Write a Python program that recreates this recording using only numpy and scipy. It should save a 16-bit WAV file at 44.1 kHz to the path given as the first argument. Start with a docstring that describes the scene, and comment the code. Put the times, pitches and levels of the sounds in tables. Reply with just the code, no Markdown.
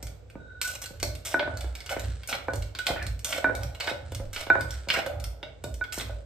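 """A low counter rumble under knocks and clinks: chilli paste is pounded in a clay mortar, close by.
Each push grinds seeds, parts wet films and rocks the worktop. The wooden pestle knocks the bowl,
whose wall rings; a steel spoon clinks on it and scrapes the paste down. The wet paste snaps faintly
and squelches in tiny bubbles, and a small hard kitchen answers."""
import sys
import numpy as np
from scipy import signal
from scipy.fft import rfft, irfft, next_fast_len
from scipy.io import wavfile
from scipy.ndimage import uniform_filter1d

SR = 44100
rng = np.random.default_rng(int(sys.argv[2]) if len(sys.argv) > 2 else 0)


def wav_record(signal):
    """Record a signal, one row per channel, as 16-bit PCM in the file named by sys.argv[1]."""
    frames = np.transpose(np.atleast_2d(signal))
    bounded = np.clip(frames, -1, 1)
    # unit amplitude maps onto the largest positive 16-bit level
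    quanta = np.round(bounded * 32767).astype(np.int16)
    wavfile.write(sys.argv[1], SR, quanta)


N = 275757

# pestle leaning into the paste: peak_s, rise_s, sway_db, drum_db, drum_lead_s, grind_db, crackle_db
PUSHES = [(0.061, 0.036, -33.5, -41.5, 0, -42, -61.5), (1.11, 0.19, -32, -35.5, 0.018, -62, -56),
          (1.678, 0.15, -26.5, -36, .14, -39, -52), (2.102, 0.15, -26, -34, 0.031, -56, -44.5),
          (2.62, 0.12, -29, -31.5, 0.044, -47, -55), (3.12, .18, -27.5, -33.5, 0.032, -53, -63),
          (3.66, 0.28, -32.5, -34, 0.022, -33, -52), (4.201, 0.41, -40, -35.5, .01, -58.5, -52),
          (4.77, 0.21, -30.5, -35, 0.13, -44.5, -47), (5.28, 0.16, -29.5, -34.5, 0.093, -38, -71),
          (5.75, 0.087, -32, -39, 0.073, -88, -69), (6.15, 0.24, -31.5, -40, 0.051, -69, -54.5)]
# clay wall: pitch_hz, level_db, t60_ratio
WALL_MODES = [(1485, 1, 1), (1512, -22, .7), (1413, -18, .6), (2340, -23, .5), (3790, -27, .35)]
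# steel spoon: pitch_hz, level_db, t60_s
SPOON_MODES = [(2225, -9.5, 0.071), (2491, 5.5, 0.012), (2888, -3, 0.042), (3015, -1, 0.023),
               (3480, 6, 0.011), (3740, -4.5, 0.039), (4234, 7.5, 0.008), (4930, -8, 0.014)]
# spectra of the bowl's hollow, steel rasping on clay and bright hiss: freq_hz, level_db
HOLLOW_SPECTRUM = [(150, -35), (290, -5.5), (400, -20), (490, -3), (575, 7.5), (660, 4), (790, 2),
                   (1050, -15.5), (1300, -8.5), (1490, -3), (1700, -23.5), (2200, -16.5), (3500, -57.5)]
RASP_SPECTRUM = [(600, -13), (1100, -8.5), (1400, -2.5), (1490, 5.5), (1700, -8.5), (1950, -3.5), (2230, 6),
                 (2550, -15.5), (2900, -5.5), (3600, -6.5), (4400, -2), (5300, -5), (6300, -17.5),
                 (8000, -26.5)]
HISS_SPECTRUM = [(3500, -36), (5500, 2.5), (6800, -1.5), (8600, 0.5), (9600, -1.5), (12500, -0.5),
                 (14300, -7), (16000, -61)]


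def amp(db):
    """Decibels to gain."""
    return 10 ** (np.asarray(db) / 20)


def unit(x):
    """Scale to rms 1."""
    return x / np.sqrt(np.mean(x ** 2) + 1e-20)


def unit_hit(x):
    """Scale to rms 1 over the first 5 ms."""
    return x / np.sqrt(np.mean(x[:SR // 200] ** 2) + 1e-20)


def along(points, hz):
    """Interpolate (freq_hz, value) points on a log axis."""
    freq_hz, values = np.transpose(points)
    return np.interp(np.log(hz + 1), np.log(freq_hz + 1), values)


def add(track, start_s, sound):
    """Mix a sound into a track."""
    part = track[max(round(start_s * SR), 0):][:len(sound)]
    part += sound[:len(part)]


def filtered(x, response):
    """Apply a complex frequency response."""
    n = x.shape[-1]
    padded = next_fast_len(n + 8192)
    return irfft(rfft(x, padded) * response(np.fft.rfftfreq(padded, 1 / SR)), padded)[..., :n]


def coloured(x, spectrum):
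    """Shape by a spectrum, at rms 1."""
    return unit(filtered(x, lambda hz: amp(along(spectrum, hz))))


def noise(spectrum, size=N):
    """Shaped Gaussian noise at rms 1."""
    return coloured(rng.standard_normal(size), spectrum)


def levelled(x, window):
    """Take the slow swells out of a narrow noise."""
    power = uniform_filter1d(np.abs(signal.hilbert(x)) ** 2, window) / 2
    return x / np.sqrt(np.abs(power) + 1e-4)


def decay(t, t60_s):
    """Gain falling 60 dB in t60_s."""
    return np.exp(-np.log(1000) * t / t60_s)


def swell(peak_s, rise_s, fall_s):
    """Gain that climbs 20 dB in rise_s, peaks at 1 and drops 20 dB in fall_s."""
    t = np.arange(N) / SR - peak_s
    return amp(-20 * np.maximum(-t / rise_s, t / fall_s))


def held(start_s, length_s, attack_s, release_s, slope_db=0):
    """Attack, a hold that changes by slope_db, and a release of 20 dB in release_s."""
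    t = np.arange(N) / SR - start_s
    hold_db = slope_db * np.clip(t / length_s, 0, 1)
    release_db = 20 * np.maximum(t - length_s, 0) / release_s
    return np.clip(t / attack_s, 0, 1) * amp(hold_db - release_db)


def grains(per_s, spread_db):
    """Impulses of random time, sign and size."""
    happens = rng.random(N) < per_s / SR
    return happens * rng.choice([-1, 1], N) * amp(spread_db * np.minimum(rng.standard_normal(N), 2))


def ring(modes, t, scatter_db, detune):
    """Damped modes; each contact point gives new strengths and slightly new pitches."""
    hz, db, t60_s = np.transpose(modes)
    hz = hz * (1 + detune * rng.standard_normal(len(hz)))
    gains = amp(db + scatter_db * rng.standard_normal(len(hz))) * (-1) ** np.arange(len(hz))
    return gains @ (np.sin(2 * np.pi * hz[:, None] * t) * decay(t, t60_s[:, None]))


def counter(sway_hz=57.9, wander_hz=3.52, rumble_db=-17):
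    """Each push rocks the mortar, which drives two low resonances of the worktop."""
    # upper resonance: freq_hz, level_db
    drum_spectrum = [(55, -53), (76, 2.5), (88, -5), (99, 4), (112, -5.5), (135, -14), (175, -28.5),
                     (300, -33), (900, -100)]
    sway, drum = amp(-50.5), amp(-55.5)  # the hands' weight between pushes
    for peak_s, rise_s, sway_db, drum_db, lead_s, *_ in PUSHES:
        sway = np.maximum(sway, amp(sway_db) * swell(peak_s, rise_s, fall_s=0.14))
        drum = np.maximum(drum, amp(drum_db) * swell(peak_s - lead_s, rise_s, fall_s=0.2))
    wander = noise([(8, 0), (30, -60), (100, -120)])  # an uneven push bends the pitch
    low = np.sqrt(2) * np.sin(2 * np.pi * np.cumsum(sway_hz + wander_hz * wander) / SR)
    low += amp(rumble_db) * noise([(18, -43), (38, -1), (70, 18.5), (130, -45), (300, -101)])
    high = levelled(noise(drum_spectrum), window=1800)
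    return sway * low + amp(3) * drum * high


def paste(grind_lead_s=0.21, crackle_lead_s=0.052):
    """Seeds grind before each push is heaviest; wet films pop around it."""
    # popping films: freq_hz, level_db
    pop_spectrum = [(600, -34), (1400, 6.5), (2300, -2.5), (4000, -1), (6500, -6.5), (8600, -3.5),
                    (12500, -38), (16000, -31)]
    grind, crackle = np.zeros((2, N))
    for peak_s, *_, grind_db, crackle_db in PUSHES:
        grind += amp(grind_db) * swell(peak_s - grind_lead_s, rise_s=0.082, fall_s=0.34)
        crackle += amp(crackle_db) * swell(peak_s - crackle_lead_s, rise_s=0.35, fall_s=0.25)
    seeds = coloured(grains(per_s=730, spread_db=1), HOLLOW_SPECTRUM)
    pops = coloured(grains(per_s=2300, spread_db=14.5), pop_spectrum)
    return amp(-3) * (grind * seeds + crackle * pops)


def thump(t, contact_hz, lag_cycles=1.0973):
    """A short push through the clay; low bending waves arrive later than high ones."""
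    # wood on clay: freq_hz, level_db
    knock_spectrum = [(100, -15.5), (200, -7), (320, -3), (550, 1.5), (900, 3.5), (1250, -4), (1650, 8),
                      (2000, -5.5), (2400, -12.5), (2750, -43), (3800, -11), (4600, -34), (9000, -66.5)]
    push = np.zeros(len(t))
    push[SR // 2000] = 1
    cushioned = lambda hz: amp(along(knock_spectrum, hz)) / np.sqrt(1 + (hz / contact_hz) ** 4)
    dispersion = lambda hz: np.exp(-2j * np.pi * lag_cycles * np.log(hz + 1))
    return unit_hit(filtered(push, lambda hz: cushioned(hz) * dispersion(hz)))


def hollow_note(t, start_hz=530, end_hz=650, glide_s=0.059, t60_s=0.23, attack_s=0.006):
    """The air in the bowl sounds briefly, rising in pitch as it fades."""
    hz = end_hz + (start_hz - end_hz) * np.exp(-t / glide_s)
    hz *= 1 + 0.0303 * rng.standard_normal()
    tone = np.sqrt(2) * np.sin(2 * np.pi * np.cumsum(hz) / SR)
    return tone * decay(t, t60_s) * (1 - np.exp(-t / attack_s))


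def wall(t, t60_s, attack_s=0.0015):
    """The bell-like note of the clay wall."""
    modes = [(hz, db, ratio * t60_s) for hz, db, ratio in WALL_MODES]
    return unit_hit(ring(modes, t, scatter_db=1.5, detune=0.001)) * (1 - np.exp(-t / attack_s))


def pestle(base_contact_hz=2080, cushion_db_per_octave=6, free_t60_s=0.17, choke_db=-6.5):
    """Each knock thuds through the mortar, rings its wall and wakes the air inside."""
    # knocks: start_s, thud_db, wall_db, hollow_db
    knocks = [(0.027, -43, -73, -45), (0.354, -36, -59.5, -50), (0.905, -43.5, -72, -45.5),
              (1.028, -29.5, -46, -28), (1.3418, -18, -15.5, -33), (1.396, -28, -29, -21.5),
              (1.427, -30.5, -30.5, -62), (1.476, -29, -36, -45), (1.643, -37.5, -50, -41.5),
              (1.904, -45, -35.5, -30.5), (1.965, -27.5, -39.5, -38.5), (2.4832, -23, -29.5, -31.5),
              (2.534, -33.5, -44, -33.5), (2.79, -40.5, -26.5, -61), (2.899, -30.5, -56, -26),
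              (2.961, -32, -33.5, -47.5), (3.324, -43.5, -39, -48.5), (3.38, -36.5, -43.5, -30.5),
              (3.443, -17, -16, -40), (3.495, -27, -34.5, -30), (3.876, -27.5, -31, -51),
              (3.912, -33, -49, -31.5), (4.12, -36.5, -51, -41), (4.198, -38.5, -77, -32),
              (4.468, -34, -43, -37.5), (4.5008, -16, -6, -41), (4.554, -19.5, -22, -35.5),
              (4.583, -31, -41.5, -36), (4.872, -40, -57.5, -37.5), (4.972, -28.5, -41.5, -27.5),
              (5.062, -33, -36.5, -27), (5.429, -38, -43, -36), (5.640, -32.5, -49, -32.5),
              (5.811, -34.5, -25, -59), (5.976, -31.5, -50.5, -53), (6.095, -41.5, -51.5, -34.5)]
    # mortar on its stand: pitch_hz, level_db, t60_s
    body_modes = [(270, -4.5, 0.36), (344, 1, 0.12), (486, -19, 0.047), (673, 5, 0.17), (765, -28, 0.081),
                  (914, -3.5, 0.15), (1204, -4.5, 0.11), (2300, 5, 0.02)]
    out, t = np.zeros(N), np.arange(SR // 3) / SR
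    for start_s, thud_db, wall_db, hollow_db in knocks:
        # paste under the pestle dulls the thud as it mutes the ring
        contact_hz = base_contact_hz * 2 ** (min(wall_db - thud_db, 5) / cushion_db_per_octave)
        # a hard blow stays in contact: ring time halves at choke_db
        wall_t60_s = free_t60_s / (1 + amp(wall_db - choke_db) ** 2)
        body = unit_hit(ring(body_modes, t, scatter_db=2, detune=0.0036))
        thud = thump(t, contact_hz) + amp(-13) * body
        crunch = noise(HOLLOW_SPECTRUM, len(t)) * decay(t, t60_s=0.22)
        air = hollow_note(t) + amp(-8) * crunch
        knock = amp(thud_db) * thud + amp(wall_db) * wall(t, wall_t60_s) + amp(hollow_db - 2) * air
        add(out, start_s, knock)
    return out


def burst(t, spectrum, t60_s):
    """Decaying noise with a spike at its onset."""
    spike = amp(5) * decay(t, t60_s=0.0022)
    return unit_hit(noise(spectrum, len(t)) * (spike + decay(t, t60_s)))


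def clinks_and_snaps(attack_s=0.00021):
    """Loud spoon clinks on clay and faint bright snaps of wet paste."""
    # clinks and snaps: start_s, level_db, bright_db
    clicks = [(0.027, -40, 13), (0.069, -38, 4), (0.3, -43.5, -4.5), (0.6146, -18.5, 2),
              (0.8594, -32.5, 2.5), (1.0002, -36, 4), (1.0289, -20.5, 4.5), (1.1521, -37, 3.5),
              (1.3946, -14.5, -44), (1.572, -35.5, 4.5), (1.6082, -31.5, 0), (1.752, -32, -0.5),
              (1.8045, -30.5, -7), (1.8618, -33.5, 1), (1.893, -23.5, -16), (1.9155, -28, -39),
              (1.9952, -32.5, 4.5), (2.2332, -35, -9.5), (2.2744, -39, 14), (2.3272, -13, -44),
              (2.5347, -33, 2), (2.5572, -43, 13.5), (2.6224, -34.5, -0.5), (2.7505, -25, -14),
              (2.7883, -23, -3.5), (2.8675, -12, -9.5), (2.8923, -28.5, -23), (3.0262, -36, 3),
              (3.0659, -29, -0.5), (3.1924, -41, 5), (3.2462, -24, 7.5), (3.3256, -15.5, -24),
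              (3.3774, -32.5, 0), (3.5511, -31.5, 3), (3.6329, -32.5, 2), (3.7487, -35, -5),
              (3.8073, -18, -18.5), (3.8727, -22, -13), (4.12, -39.5, 3), (4.1481, -31, 3.5),
              (4.337, -38, -4), (4.362, -19.5, -26), (4.4667, -32, -15.5), (4.609, -30, 2),
              (4.7067, -33.5, 6), (4.8865, -19, -12), (4.9019, -9.5, -20.5), (5.0627, -30, 0),
              (5.0727, -41.5, -28), (5.1996, -40, 4.5), (5.2406, -33, 6), (5.4288, -27, -24.5),
              (5.6393, -34.5, 6), (5.7414, -40.5, 7), (5.8394, -31.5, -10), (5.9236, -26, -13),
              (5.9985, -23.5, -15), (6.0096, -25, -21)]
    out, t = np.zeros(N), np.arange(SR // 5) / SR
    for start_s, level_db, bright_db in clicks:
        crack = burst(t, RASP_SPECTRUM, t60_s=0.052)
        ping = unit_hit(ring(SPOON_MODES, t, scatter_db=5.5, detune=0.036))
        shelf = [(3300, 0.0019), (4200, 0.34 * bright_db + 2)]  # brightness lifts the upper modes
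        clink = filtered(unit_hit(crack + ping), lambda hz: amp(along(shelf, hz)))
        tick = amp(bright_db) * burst(t, HISS_SPECTRUM, t60_s=0.027)
        click = amp(-6) * (clink + tick) + amp(-18) * wall(t, t60_s=0.03)
        add(out, start_s, amp(level_db) * click * (1 - np.exp(-t / attack_s)))
    return out


def singing_mode(centre_hz, width_hz):
    """One resonance driven by friction noise."""
    friction = rng.standard_normal(N)
    return unit(filtered(friction, lambda hz: 1 / (1 + ((hz - centre_hz) / width_hz) ** 2)))


def rubbed_wall():
    """Light friction keeps the wall's main and highest modes sounding."""
    # rubs along the wall: start_s, length_s, level_db
    rubs = [(0.358, 0.29, -42.5), (0.613, 0.054, -27), (0.83, 0.024, -39)]
    note = levelled(singing_mode(WALL_MODES[0][0], width_hz=16), window=2000)
    overtone = singing_mode(WALL_MODES[-1][0], width_hz=64)
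    envelope = sum(amp(level_db - 5.5) * held(start_s, length_s, attack_s=0.038, release_s=0.052)
                   for start_s, length_s, level_db in rubs)
    return (note + amp(-22) * overtone) * envelope


def grip(catches_per_s, depth_db):
    """Gain of an edge that catches and lets go at random."""
    knots = np.clip(rng.standard_normal(N // 20), -2, 2)
    hold = np.interp(np.arange(N) * catches_per_s / SR, np.arange(len(knots)), knots)
    return unit(amp(depth_db * hold))


def spoon_scrapes(attack_s=0.0033, release_s=0.015, hollow_rise_db=13, rasp_rise_db=2, hiss_sag_db=6.5):
    """The spoon's edge slips over gritty clay, growing duller and hollower as it sinks into paste."""
    # strokes down the wall: start_s, length_s, hollow_db, rasp_db, hiss_db
    strokes = [(0.617, .14, -44.5, -38.5, -33), (0.816, 0.034, -42, -36.5, -32),
               (1.248, 0.082, -36, -33, -30.5), (1.893, 0.041, -28, -41, -35.5),
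               (2.285, 0.068, -29, -31, -37.5), (2.858, 0.06, -24, -40, -41.5),
               (3.244, 0.14, -31.5, -34.5, -32.5), (3.798, 0.12, -31, -34, -44),
               (4.33, 0.1, -38, -35.5, -37.5), (4.898, 0.033, -41, -35, -42),
               (4.928, 0.069, -24, -27.5, -36), (5.922, .1, -41, -39.5, -34)]
    hollow_gain, rasp_gain, hiss_gain, steel = np.zeros((4, N))
    slips = unit(grains(per_s=2700, spread_db=6)) * grip(catches_per_s=160, depth_db=3.5)
    for start_s, length_s, hollow_db, rasp_db, hiss_db in strokes:
        stroke = lambda slope_db: held(start_s, length_s, attack_s, release_s, slope_db)
        bite = amp(rasp_db - rasp_rise_db) * stroke(rasp_rise_db)
        rasp_gain += bite
        hollow_gain += amp(hollow_db - hollow_rise_db) * stroke(hollow_rise_db)
        hiss_gain += amp(hiss_db) * stroke(-hiss_sag_db)
        span = slice(round(start_s * SR), round((start_s + length_s + 2 * release_s) * SR))
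        # each grip shifts the spoon's modes
        modes = ring(SPOON_MODES, np.arange(SR // 10) / SR, scatter_db=5.5, detune=0.015)
        add(steel, start_s, signal.fftconvolve((slips * bite)[span], modes / np.linalg.norm(modes)))
    edge = (rasp_gain * coloured(slips, RASP_SPECTRUM) + steel) / np.sqrt(2)
    hollow = hollow_gain * coloured(slips, HOLLOW_SPECTRUM)
    hiss = hiss_gain * coloured(slips, HISS_SPECTRUM)
    return amp(-5) * (hollow + edge) + amp(-2) * hiss


def squelches(bubbles=36, typical_hz=1910, pitch_spread=0.2, spread_db=4, rise_s=0.0056, decay_cycles=6.8):
    """Air escapes through wet paste as tiny bubbles, each rising in pitch."""
    # paste squeezed from under the pestle: start_s, length_s, level_db
    squeezes = [(1.392, 0.042, -40), (1.924, 0.062, -39.5), (2.965, 0.072, -33.5), (3.87, 0.037, -35),
                (4.938, .06, -24.5), (5.965, 0.04, -47)]
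    out, t = np.zeros(N), np.arange(SR // 40) / SR
    glide = 1 + 0.097 * (1 - np.exp(-t / rise_s))
    for start_s, length_s, level_db in squeezes:
        for when, (pitch, size) in zip(rng.random(bubbles), rng.standard_normal((bubbles, 2))):
            cycles = np.cumsum(typical_hz * np.exp(pitch_spread * pitch) * glide) / SR
            bubble = np.sin(2 * np.pi * cycles) * np.exp(-cycles / decay_cycles)
            add(out, start_s + length_s * when, amp(level_db + spread_db * (size - 1)) * bubble)
    return out


def near_echoes(x, t60_s=0.026, delay_s=0.0016):
    """Rim, worktop and dishes scatter each sound to the two microphone ports."""
    # echo strength: freq_hz, gain_db
    scatter = [(100, -15.5), (300, 0.5), (1500, 6.5), (4000, 5), (8000, -2)]
    out, t, block = np.zeros((2, N + SR)), np.arange(SR // 25) / SR, SR // 4
    envelope = decay(t, t60_s) * np.clip(t / delay_s - 1, 0, 1)
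    for start in range(0, N, block):
        paths = rng.standard_normal((2, len(t))) * envelope
        wet = signal.fftconvolve(x[None, start:start + block], paths / np.linalg.norm(paths[0]), axes=1)
        out[:, start:start + wet.shape[1]] += wet
    return amp(-11) * filtered(out[:, :N], lambda hz: amp(along(scatter, hz)))


def diffuse(size):
    """Noise reaching the two ports from all sides."""
    # left-right likeness: freq_hz, coherence
    likeness = [(60, 0.93), (130, 0.43), (280, 0.22), (600, 0.16), (2000, 0.028), (5000, 0.067), (8000, 1),
                (13000, 1)]
    angle = lambda hz: np.arccos(np.clip(along(likeness, hz), -1, 1)) / 2
    split = lambda hz: np.array([np.cos(angle(hz)), np.sin(angle(hz))])
    mid, side = filtered(rng.standard_normal((2, size)), split)
    return np.array([mid + side, mid - side])


def kitchen(x, build_s=0.00067):
    """Tiles and cupboards reverberate; the paths change as the hands move."""
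    # reverberation: freq_hz, t60_s
    room_t60 = [(100, 0.58), (500, 0.56), (1500, 0.42), (4000, 0.37), (9000, 0.29), (15000, 0.37)]
    out, block = np.zeros((2, N + SR)), SR // 2
    for start in range(0, N, block):
        hz, t, bands = signal.stft(diffuse(block), SR, nperseg=256)
        bands *= decay(t, along(room_t60, hz)[:, None]) * (1 - np.exp(-t / build_s))
        tail = signal.istft(bands, SR, nperseg=256)[1][:, :block]
        wet = signal.fftconvolve(x[None, start:start + block], tail / np.linalg.norm(tail[0]), axes=1)
        out[:, start:start + wet.shape[1]] += wet
    return out[:, :N]


def scene():
    """Knocks, clinks, snaps, friction and rumble in the kitchen, over its faint steady noise."""
    # room noise: freq_hz, level_db
    floor_spectrum = [(18, -45.5), (30, -29), (83, -1), (200, -20.5), (374, -20.5), (460, -10.5),
                      (859, -31), (8250, -45), (10400, -71.5), (13200, -57), (15000, -59)]
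    knocks, clicks = pestle(), clinks_and_snaps()
    friction = spoon_scrapes() + paste() + squelches() + rubbed_wall()
    echoes = near_echoes(amp(-2.5) * knocks + clicks + friction)
    room = kitchen(amp(-4) * knocks + amp(-0.5) * clicks + amp(-3.5) * friction)
    direct = knocks + clicks + friction + counter()
    return direct + echoes + room + amp(-51.5) * coloured(diffuse(N), floor_spectrum)


def record(dry, top_hz=16400):
    """Two microphone ports differ in level and phase; the treble is uneven and band-limited."""
    # left minus right: freq_hz, level_db
    balance = [(60, -2), (250, -3), (550, -3), (1500, -2), (4000, -1.5), (8000, -0.5)]
    # left ahead of right: freq_hz, phase_rad
    phase_lead = [(200, 0), (1400, -.3), (3200, -.1), (5000, -1.2), (6000, -2), (8000, 0), (10500, 3.14),
                  (13000, 6.28), (15000, 8.3)]
    # microphone response: freq_hz, gain_db
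    response = [(22, -13), (36, -2), (9300, -2), (10500, -11), (12000, -6), (15500, -6.5)]
    sides = np.array([[0.5], [-0.5]])
    ports = lambda hz: amp(sides * along(balance, hz)) * np.exp(1j * sides * along(phase_lead, hz))
    return filtered(dry, lambda hz: ports(hz) * amp(along(response, hz)) * (hz < top_hz))


dry = scene()
out = record(dry)
wav_record(out)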